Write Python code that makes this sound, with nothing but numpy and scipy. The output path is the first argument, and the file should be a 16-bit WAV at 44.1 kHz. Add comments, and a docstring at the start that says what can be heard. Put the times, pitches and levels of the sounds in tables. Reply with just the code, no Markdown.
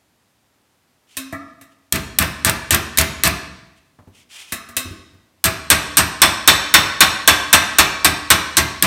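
"""Hammering sheet steel at a vise

A body hammer shapes a piece of sheet steel on an iron form held in a bench vise, in a small workshop.
Each blow mixes bursts of shaped noise (crack, chatter, rumble) with fading sine waves (the rings of metal).
Before each run of blows the metal is slid about and laid down, with scrapes, clinks and soft bumps.
The room adds reverberation and quiet air; the hardest blows are clipped."""
import sys
import numpy as np
from scipy import signal
from scipy.fft import rfft, irfft, next_fast_len
from scipy.io import wavfile

SR = 44100
rng = np.random.default_rng(int(sys.argv[2]) if len(sys.argv) > 2 else 0)


def wav_record(signal):
    """Record a signal, one row per channel, as 16-bit PCM in the file named by sys.argv[1]."""
    frames = np.transpose(np.atleast_2d(signal))
    bounded = np.clip(frames, -1, 1)
    # unit amplitude maps onto the largest positive 16-bit level
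    quanta = np.round(bounded * 32767).astype(np.int16)
    wavfile.write(sys.argv[1], SR, quanta)


N = 390726  # length of the scene in samples
T = np.arange(int(0.7 * SR)) / SR  # time within one short sound, s
PITCH_SCATTER = 0.015  # random spread of pitch from blow to blow, as a share of the pitch

# spectrum of the low rumble of a shaken bench: f/Hz, level per Hz/dB
THUD_SPECTRUM = [(28, -39), (48, -6.5), (70, 1), (95, -4.5), (125, -8), (180, -5.5), (230, -6), (340, -8),
                 (480, -25.5), (1500, -40)]


def hammering():
    """Every blow rings sheet, form, hammer head and bench, each as a set of fading modes."""
    # hammer blows: t/s, clang level/dB, squareness/-1 glancing to 1 flat on, hammer ring level/dB
    blows = [(1.9244, -3, 0.89, -29), (2.1868, 1, 0.87, -21), (2.4478, 3, -0.0042, -21),
             (2.7072, 4, -0.26, -30), (2.9736, 1, -0.69, -42), (3.236, 3, -0.59, -42),
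             (5.441, -1.5, -0.48, -14), (5.7015, 1.5, 0.016, -11.5), (5.97, 1.5, -0.73, -8.5),
             (6.218, 1, 0.43, -10.5), (6.476, 1, 0.47, -11), (6.74, 1.5, 0.3, -22), (7.006, 1, 0.13, -28),
             (7.276, 1, -0.16, -31), (7.529, 1.5, -0.26, -10.5), (7.785, 0, -0.18, -26),
             (8.046, -3.5, -0.35, -9), (8.303, -1.5, -0.36, -12), (8.569, -2, -0.76, -34),
             (8.8245, 0.5, 0.48, -39)]
    # how firmly the hand seats the sheet on the form: t/s, seating/0 loose to 1 firm
    seating_curve = [(1.92, 0.009), (3.24, 0.1), (5.44, 0.38), (5.7, 0.65), (5.97, 0.43), (6.22, 0.81),
                     (6.48, 1), (7.53, .95), (8.3, 1), (8.82, 0.36)]
    # the microphone moves in towards the vise and hears more of its low end: t/s, level/dB
    bass_proximity = [(1.92, -0.5), (2.7, 2), (7.3, -1), (8.3, 1), (8.82, 5)]
    # ringing modes of the sheet, before they are split and shifted: f/Hz, level/dB, t60/s
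    sheet_modes = [(1093, -16.5, 0.72), (1175, 3.5, 0.31), (1200, -10, 0.53), (1640, -11.5, 0.93),
                   (1860, -18.5, 0.26), (1916, 1, 0.63), (2370, -2.5, 0.67), (2660, -1, 0.35)]
    # ringing modes of the iron form, before they are split and shifted: f/Hz, level/dB, t60/s
    form_modes = [(3020, -6, 0.29), (3330, -8.5, 0.13), (3490, 2.5, 0.2), (3643, 2, 0.17),
                  (4000, -12.5, 0.41), (3880, -2.5, 0.15), (4290, -5, 0.25), (5420, -11, 0.15),
                  (5470, 0, 0.17), (5460, -30, 0.62), (6570, -14.5, .3), (7760, -11.5, 0.46)]
    # ringing modes of the hammer head: f/Hz, level/dB, t60/s
    hammer_modes = [(7900, -17, 0.24), (8060, -20, 0.41), (8380, 2, 0.11), (9110, -20, .15),
                    (9070, -8, 0.27), (11278, -7, .1), (12107, -15, .1), (14000, -7, .11)]
    # ringing modes of the bench: f/Hz, level/dB, t60/s
    bench_modes = [(59.7, -12.5, 0.81), (77, 1, 0.13), (79, 4, 0.31), (108.9, -8, 0.78), (150.5, -2, 0.51),
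                   (180.2, 1, .3), (655.4, 1, 0.24)]

    out, count = np.zeros(N), len(blows)
    sheet = strikes(split(sheet_modes, count=3, width=0.008), count)
    plate = strikes(plate_modes(count=400, t60=0.18, tilt_db=-1.5, damping=0.75), count)
    form = strikes(split(form_modes, count=5, width=0.018), count)
    head = strikes(hammer_modes, count)
    bench = strikes(bench_modes, count)
    for k, (s, clang_db, squareness, head_db) in enumerate(blows):
        seating = np.interp(s, *np.transpose(seating_curve))
        clang = blow(seating, np.clip(squareness, -1, 1), sheet[k], plate[k], form[k])
        head_ring = undb(head_db) * head[k] * swell(0.002)
        add(out, s, undb(clang_db) * (clang + head_ring))
        bass_db = np.interp(s, *np.transpose(bass_proximity))
        add(out, s, undb(bass_db) * thud(seating, bench[k]))
    return out


def blow(seating, squareness, sheet, plate, form):
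    """The clang of one blow: a firm sheet rings louder and lower, and stops chattering sooner than a loose one."""
    # spectrum of the dull chatter: f/Hz, level per Hz/dB
    clatter_spectrum = [(150, -17), (450, -16), (900, -8), (1120, -3), (1350, -5), (1600, -2.5),
                        (2200, -6.5), (2600, -4), (3000, -10.5), (4300, -14), (6000, -18), (12000, -43)]
    # spectrum of the bright chatter: f/Hz, level per Hz/dB
    buzz_spectrum = [(1200, -12.5), (3000, -1), (4200, 4.5), (5000, -3.5), (5700, 3.5), (7000, -0.5),
                     (8400, 5.5), (10300, -7), (11500, 0.5), (14400, -6), (16000, -29.5)]

    # base time in s, from which the chatter lengths and the build-up of the rings follow
    settle_s = seated(seating, loose=0.029, firm=0.0066)
    # the free part of the sheet changes as it is moved over the form, and its modes shift with it
    bend_scatter, ring_scatter = 1 + PITCH_SCATTER * rng.standard_normal(2)
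    bend_hz = seated(seating, loose=1777, firm=1532.6) * bend_scatter
    shift = bend_hz / 1660
    high_bend = undb(6.5) * tone(bend_hz, t60=0.075)
    low_bend = undb(-4) * tone(1147 * shift ** 0.6, t60=0.18)
    sheet_ring = undb(-11) * retune(sheet, ring_scatter ** 0.5)
    plate_ring = undb(-7) * retune(plate, shift ** 0.5)
    rings = (sheet_ring + plate_ring + high_bend + low_bend) * swell(0.17 * settle_s)
    form_ring = retune(form, ring_scatter ** 0.5) * swell(0.001)

    clatter = undb(5) * noise(clatter_spectrum) * chatter(1.29 * settle_s, first_db=-10.5, t60=0.18)
    buzz = noise(buzz_spectrum) * chatter(0.87 * settle_s, first_db=-1, t60=0.099)
    contact = crack(hold_s=0.0016, t60=0.011, scatter_db=-20, scatter_t60=0.17)

    # a flat blow cracks and rings the form more, and buzzes less
    crack_db = seated(seating, loose=-8, firm=1) + 5.5 * squareness
    clatter_db = seated(seating, loose=-23.5, firm=-10)
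    buzz_db = seated(seating, loose=-23, firm=-6) - 5.5 * squareness
    form_db = seated(seating, loose=-35.5, firm=-7.5) + 7.5 * squareness
    return (undb(crack_db) * contact + undb(clatter_db) * (clatter + rings)
            + undb(buzz_db) * buzz + undb(form_db) * form_ring)


def crack(hold_s, t60, scatter_db, scatter_t60):
    """Steel meets steel: a short bright burst of noise, then its scatter off vise and bench."""
    # spectrum of steel on steel: f/Hz, level per Hz/dB
    crack_spectrum = [(30, -28.5), (130, -15), (450, -6.5), (1000, -12), (2000, -1.5), (4000, -2),
                      (6000, -3.5), (8700, 3.5), (10500, -0.5), (14000, 0.5), (16000, -10.5)]
    burst = fade(t60, T - hold_s)  # full level for hold_s, then fading
    scatter = undb(scatter_db) * fade(scatter_t60)
    return noise(crack_spectrum) * (burst + scatter)


def chatter(length_s, first_db, t60):
    """Loudness of the sheet's rattle: it grows until the sheet seats on the form, then dies away."""
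    growth = undb(first_db * np.maximum(1 - T / length_s, 0))
    return growth * fade(t60, T - length_s)


def plate_modes(count, t60, tilt_db, damping):
    """The crowd of higher plate modes: evenly dense, weaker and shorter towards the top."""
    hz = np.linspace(1000, 15000, count) + rng.uniform(-25, 25, count)
    octaves = np.log2(hz / hz[0])
    spread = np.exp(0.22 * rng.standard_normal(count))
    return np.transpose([hz, tilt_db * octaves, t60 * spread * np.exp(-damping * octaves)])


def thud(seating, bench):
    """The hammer's weight drums the sheet; vise and bench start moving a little later, and loose tools rumble."""
    # the drum mode is fully stiffened at a seating of 0.7
    drum_hz = seated(seating / 0.7, loose=260.3, firm=304.7) * (1 + PITCH_SCATTER * rng.standard_normal())
    drum = tone(drum_hz, t60=0.17) * swell(0.01)
    rumble = undb(-1) * noise(THUD_SPECTRUM) * fade(0.32)
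    shaking = (bench + rumble) * swell(0.021)
    drum_db = seated(seating, loose=-24, firm=-14)
    bench_db = seated(seating, loose=-15.5, firm=-17.5)
    return undb(drum_db) * drum + undb(bench_db) * shaking


def seated(seating, loose, firm):
    """The value between that of a loose and that of a firm sheet."""
    return np.interp(seating, (0, 1), (loose, firm))


def slaps():
    """The sheet slaps back on the form, steel on steel, with a short crack."""
    # slaps: t/s, level before a common 3 dB boost/dB
    slap_list = [(1.9569, -22.5), (2.224, -23.5), (2.4958, -16), (2.7456, -11.5), (2.985, -7),
                 (3.012, -16.5), (3.2744, -16), (5.456, -15.5)]
    out = np.zeros(N)
    for s, db in slap_list:
        add(out, s, undb(db + 3) * crack(hold_s=0.002, t60=0.017, scatter_db=-12.5, scatter_t60=0.11))
    return out


def touchdowns():
    """Pieces touch down with a tick and a clink; the loose panel wobbles and drums, and the bench knocks."""
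    # touchdowns: t/s, edge clink level/dB, loose panel level/dB, drum level/dB, drum mode f/Hz
    taps = [(1.169, -23, -38.5, -24, 266.3), (1.325, -41, -25.5, -24.5, 277.5),
            (1.612, -45.5, -46, -66, 263), (4.522, -22, -27.5, -35.5, 234), (4.688, -43, -42, -39.5, 238),
            (4.767, -16.5, -31.5, -28.5, 257)]
    # ringing modes of a clinking edge, before they are split: f/Hz, level/dB, t60/s
    clink_modes = [(499, -22, 0.095), (1090, -4, 0.43), (1546, -4, 0.47), (2095, -2, 0.38), (2560, 5, 0.23),
                   (2720, -1, .28), (3170, -3, .25), (3760, 6.5, 0.21), (4120, -2, 0.29), (5300, -9, 0.63),
                   (6000, -1.5, 0.23), (6760, -8, .3), (7300, -2.5, 0.25), (8200, 2.5, .2),
                   (10400, -11, 0.49), (10900, -21, 0.18), (13300, -13, 0.15)]
    # ringing modes of the loose panel, before they are split: f/Hz, level/dB, t60/s
    panel_modes = [(667, -4, 0.22), (1115, -5, 0.21), (1215, -7.5, 0.68), (1330, -7.5, 0.54),
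                   (1710, -0.5, 0.25), (1856, -7, .35), (1970, -0.5, 0.18), (2270, -4.5, .2)]

    out, count = np.zeros(N), len(taps)
    clink = strikes(split(clink_modes, count=6, width=0.035), count)
    panel = strikes(split(panel_modes, count=6, width=0.025), count)
    for k, (s, edge_db, panel_db, drum_db, drum_hz) in enumerate(taps):
        tick = crack(hold_s=0.00056, t60=0.14, scatter_db=-12.5, scatter_t60=0.092)
        wobble = panel[k] * swell(0.001)
        drum = tone(drum_hz, t60=0.44) * swell(0.026)
        add(out, s, undb(edge_db) * (tick + undb(-5) * clink[k]))
        add(out, s, undb(panel_db) * (wobble + bump(knock_db=4, boom_db=-9)))
        add(out, s, undb(drum_db) * drum)
    return out


def bench_bumps():
    """Soft bumps on the bench, without any ring of metal."""
    # bumps: t/s, knock level/dB, boom level/dB
    bumps = [(3.986, -33, -47.5), (4.071, -39.5, -43), (4.85, -38, -29.5), (4.905, -49, -31),
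             (5.131, -52, -46)]
    out = np.zeros(N)
    for s, knock_db, boom_db in bumps:
        add(out, s, bump(knock_db, boom_db))
    return out


def bump(knock_db, boom_db):
    """The bench top knocks, then its frame booms."""
    # spectrum of the knocking bench top: f/Hz, level per Hz/dB
    knock_spectrum = [(80, -17.5), (190, -15.5), (240, -6.5), (310, -9), (380, -22), (520, -18),
                      (1000, -19.5), (3000, -42), (10000, -70)]
    knock_noise = undb(-5) * noise(knock_spectrum) * fade(0.11) * swell(0.003)
    knock_tone = undb(3) * tone(hz=257, t60=0.036) * swell(0.0038)
    boom_noise = undb(-2.5) * noise(THUD_SPECTRUM) * fade(0.2)
    boom_tone = undb(4) * tone(hz=90.2, t60=0.22)
    boom = (boom_noise + boom_tone) * swell(0.005)
    return undb(knock_db) * (knock_noise + knock_tone) + undb(boom_db) * boom


def slides():
    """Metal slides over metal: scraping noise whose level wavers at random with the grip of the edges."""
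    # slides: t/s, length/s, level/dB
    slide_list = [(1.064, 0.16, -53.5), (1.702, 0.048, -63), (3.758, 0.041, -57.5), (4.122, 0.13, -52),
                  (4.287, 0.19, -38.5), (4.434, 0.15, -46.5)]
    # spectrum of scraping edges: f/Hz, level per Hz/dB
    scrape_spectrum = [(200, -32), (800, -15), (1700, -10.5), (2200, -4), (2600, -0.5), (3200, -0.5),
                       (3900, -7.5), (5500, -8), (9000, -10), (15000, -25)]
    out = np.zeros(N)
    for s, length_s, db in slide_list:
        size = int(length_s * SR)
        grip_points = np.linspace(0, size, num=24)
        grip_db = 1.2 * np.interp(np.arange(size), grip_points, rng.standard_normal(24))
        stroke = np.hanning(size) ** 0.5  # fades in and out
        add(out, s, undb(db) * noise(scrape_spectrum, size) * stroke * undb(grip_db))
    return out


def workshop(x):
    """Diffuse reflections from hard walls and tools; the treble dies first."""
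    # reverberation bands: f/Hz, level against the direct sound/dB, t60/s
    room = [(59.7, -10.5, 1), (170, -6.5, 1), (444, -3, 0.86), (1180, -5, 0.85), (2920, -9, 0.86),
            (5440, -8, 0.77), (7400, -16, 0.75), (11100, -16, 0.49), (16000, -10.5, 0.2)]
    hz, db, t60 = np.transpose(room)
    t = np.arange(SR) / SR
    log_f = np.log(np.maximum(np.fft.rfftfreq(SR, 1 / SR), 1))
    white, response = rfft(rng.standard_normal(SR)), 0
    # each band is full at its own frequency and falls to nothing at its neighbours
    for k, corner in enumerate(np.eye(len(hz))):
        band = irfft(white * np.interp(log_f, np.log(hz), corner), SR)
        tail = fade(t60[k], t) * (1 - np.exp(-(t / 0.0045) ** 2))
        response = response + undb(db[k]) * band * tail / np.linalg.norm(tail)
    return signal.fftconvolve(x, response)[:N]


def room_air():
    """The quiet air of the room: steady noise, strongest in the bass."""
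    # spectrum of the air: f/Hz, level per Hz/dB
    air_spectrum = [(15, -44.5), (25, -20), (99, 0.5), (145, -4.5), (270, -2.5), (439, -9), (754, -8),
                    (6920, -19), (14400, -23), (16000, -31)]
    return undb(-63) * noise(air_spectrum, N)


def undb(db):
    """Decibels to gain."""
    return 10 ** (np.asarray(db) / 20)


def fade(t60, t=T):
    """Exponential decay, 60 dB down after t60 seconds."""
    return np.exp(-np.log(1000) * np.maximum(t, 0) / t60)


def swell(rise_s):
    """Smooth build-up from 0 towards 1."""
    return 1 - np.exp(-(T / rise_s) ** 2)


def tone(hz, t60):
    """A single fading mode: one sine wave."""
    return np.sin(2 * np.pi * hz * T) * fade(t60)


def noise(spectrum, size=len(T)):
    """Noise of rms 1 with the given spectrum."""
    hz, db = np.transpose(spectrum)
    n = next_fast_len(size)
    f = np.maximum(np.fft.rfftfreq(n, 1 / SR), 1)
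    gain = undb(np.interp(np.log(f), np.log(hz), db))
    x = irfft(rfft(rng.standard_normal(n)) * gain, n)[:size]
    return x / x.std()


def strikes(modes, count):
    """One ring per strike, starting at about rms 1; each strike point weights the modes differently."""
    hz, db, t60 = np.transpose(modes)
    t = T.astype(np.float32)
    angle = np.float32(2 * np.pi * hz[:, None]) * t
    decay = np.exp(np.float32(-np.log(1000) / t60[:, None]) * t)
    gain = undb(db + 2 * rng.standard_normal((count, len(hz))))
    gain = gain * np.sqrt(2 / np.sum(gain ** 2, axis=1, keepdims=True))
    phase = rng.uniform(0, 2 * np.pi, gain.shape)
    # a cosine and a sine part together give every mode its random phase
    cosine_part = np.float32(gain * np.cos(phase)) @ (decay * np.cos(angle))
    sine_part = np.float32(gain * np.sin(phase)) @ (decay * np.sin(angle))
    return cosine_part + sine_part


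def split(modes, count, width):
    """Bent and clamped metal has each mode split into close partners that beat."""
    rows = np.repeat(np.array(modes, float), count, axis=0)
    jitter = rng.uniform(-1.1, 1, len(rows)) / count
    offset = np.tile(np.linspace(-1, 1, count), len(modes)) + jitter
    rows[:, 0] *= 1 + width * offset
    rows[:, 1] -= 4 * np.abs(offset)  # outer partners are weaker, dB
    return rows


def retune(ring, ratio):
    """The same ring played faster or slower, which moves every mode and its decay by one ratio."""
    return np.interp(T * ratio, T, ring, right=0)


def add(track, s, sound):
    """Mix a sound into the track at time s in seconds."""
    i = int(s * SR)
    track[i:i + len(sound)] += sound[:N - i]


def scene():
    """The work at the bench, its reverberation and the quiet air of the room."""
    direct = hammering() + slaps() + touchdowns() + bench_bumps() + slides()
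    return (direct + workshop(direct) + room_air())[None]


def record(dry):
    """The loudest peaks are flattened; the deep bass and the top are cut off."""
    flattened = dry / (1 + (dry / 1.2) ** 6) ** (1 / 6)  # never passes 1.2
    bass_cut = signal.butter(2, 38, "high", fs=SR, output="sos")
    top_cut = signal.ellip(8, 0.1, 50, 16000, fs=SR, output="sos")
    lean = signal.sosfilt(bass_cut, flattened)
    return signal.sosfiltfilt(top_cut, lean)


dry = scene()
out = record(dry)
wav_record(out)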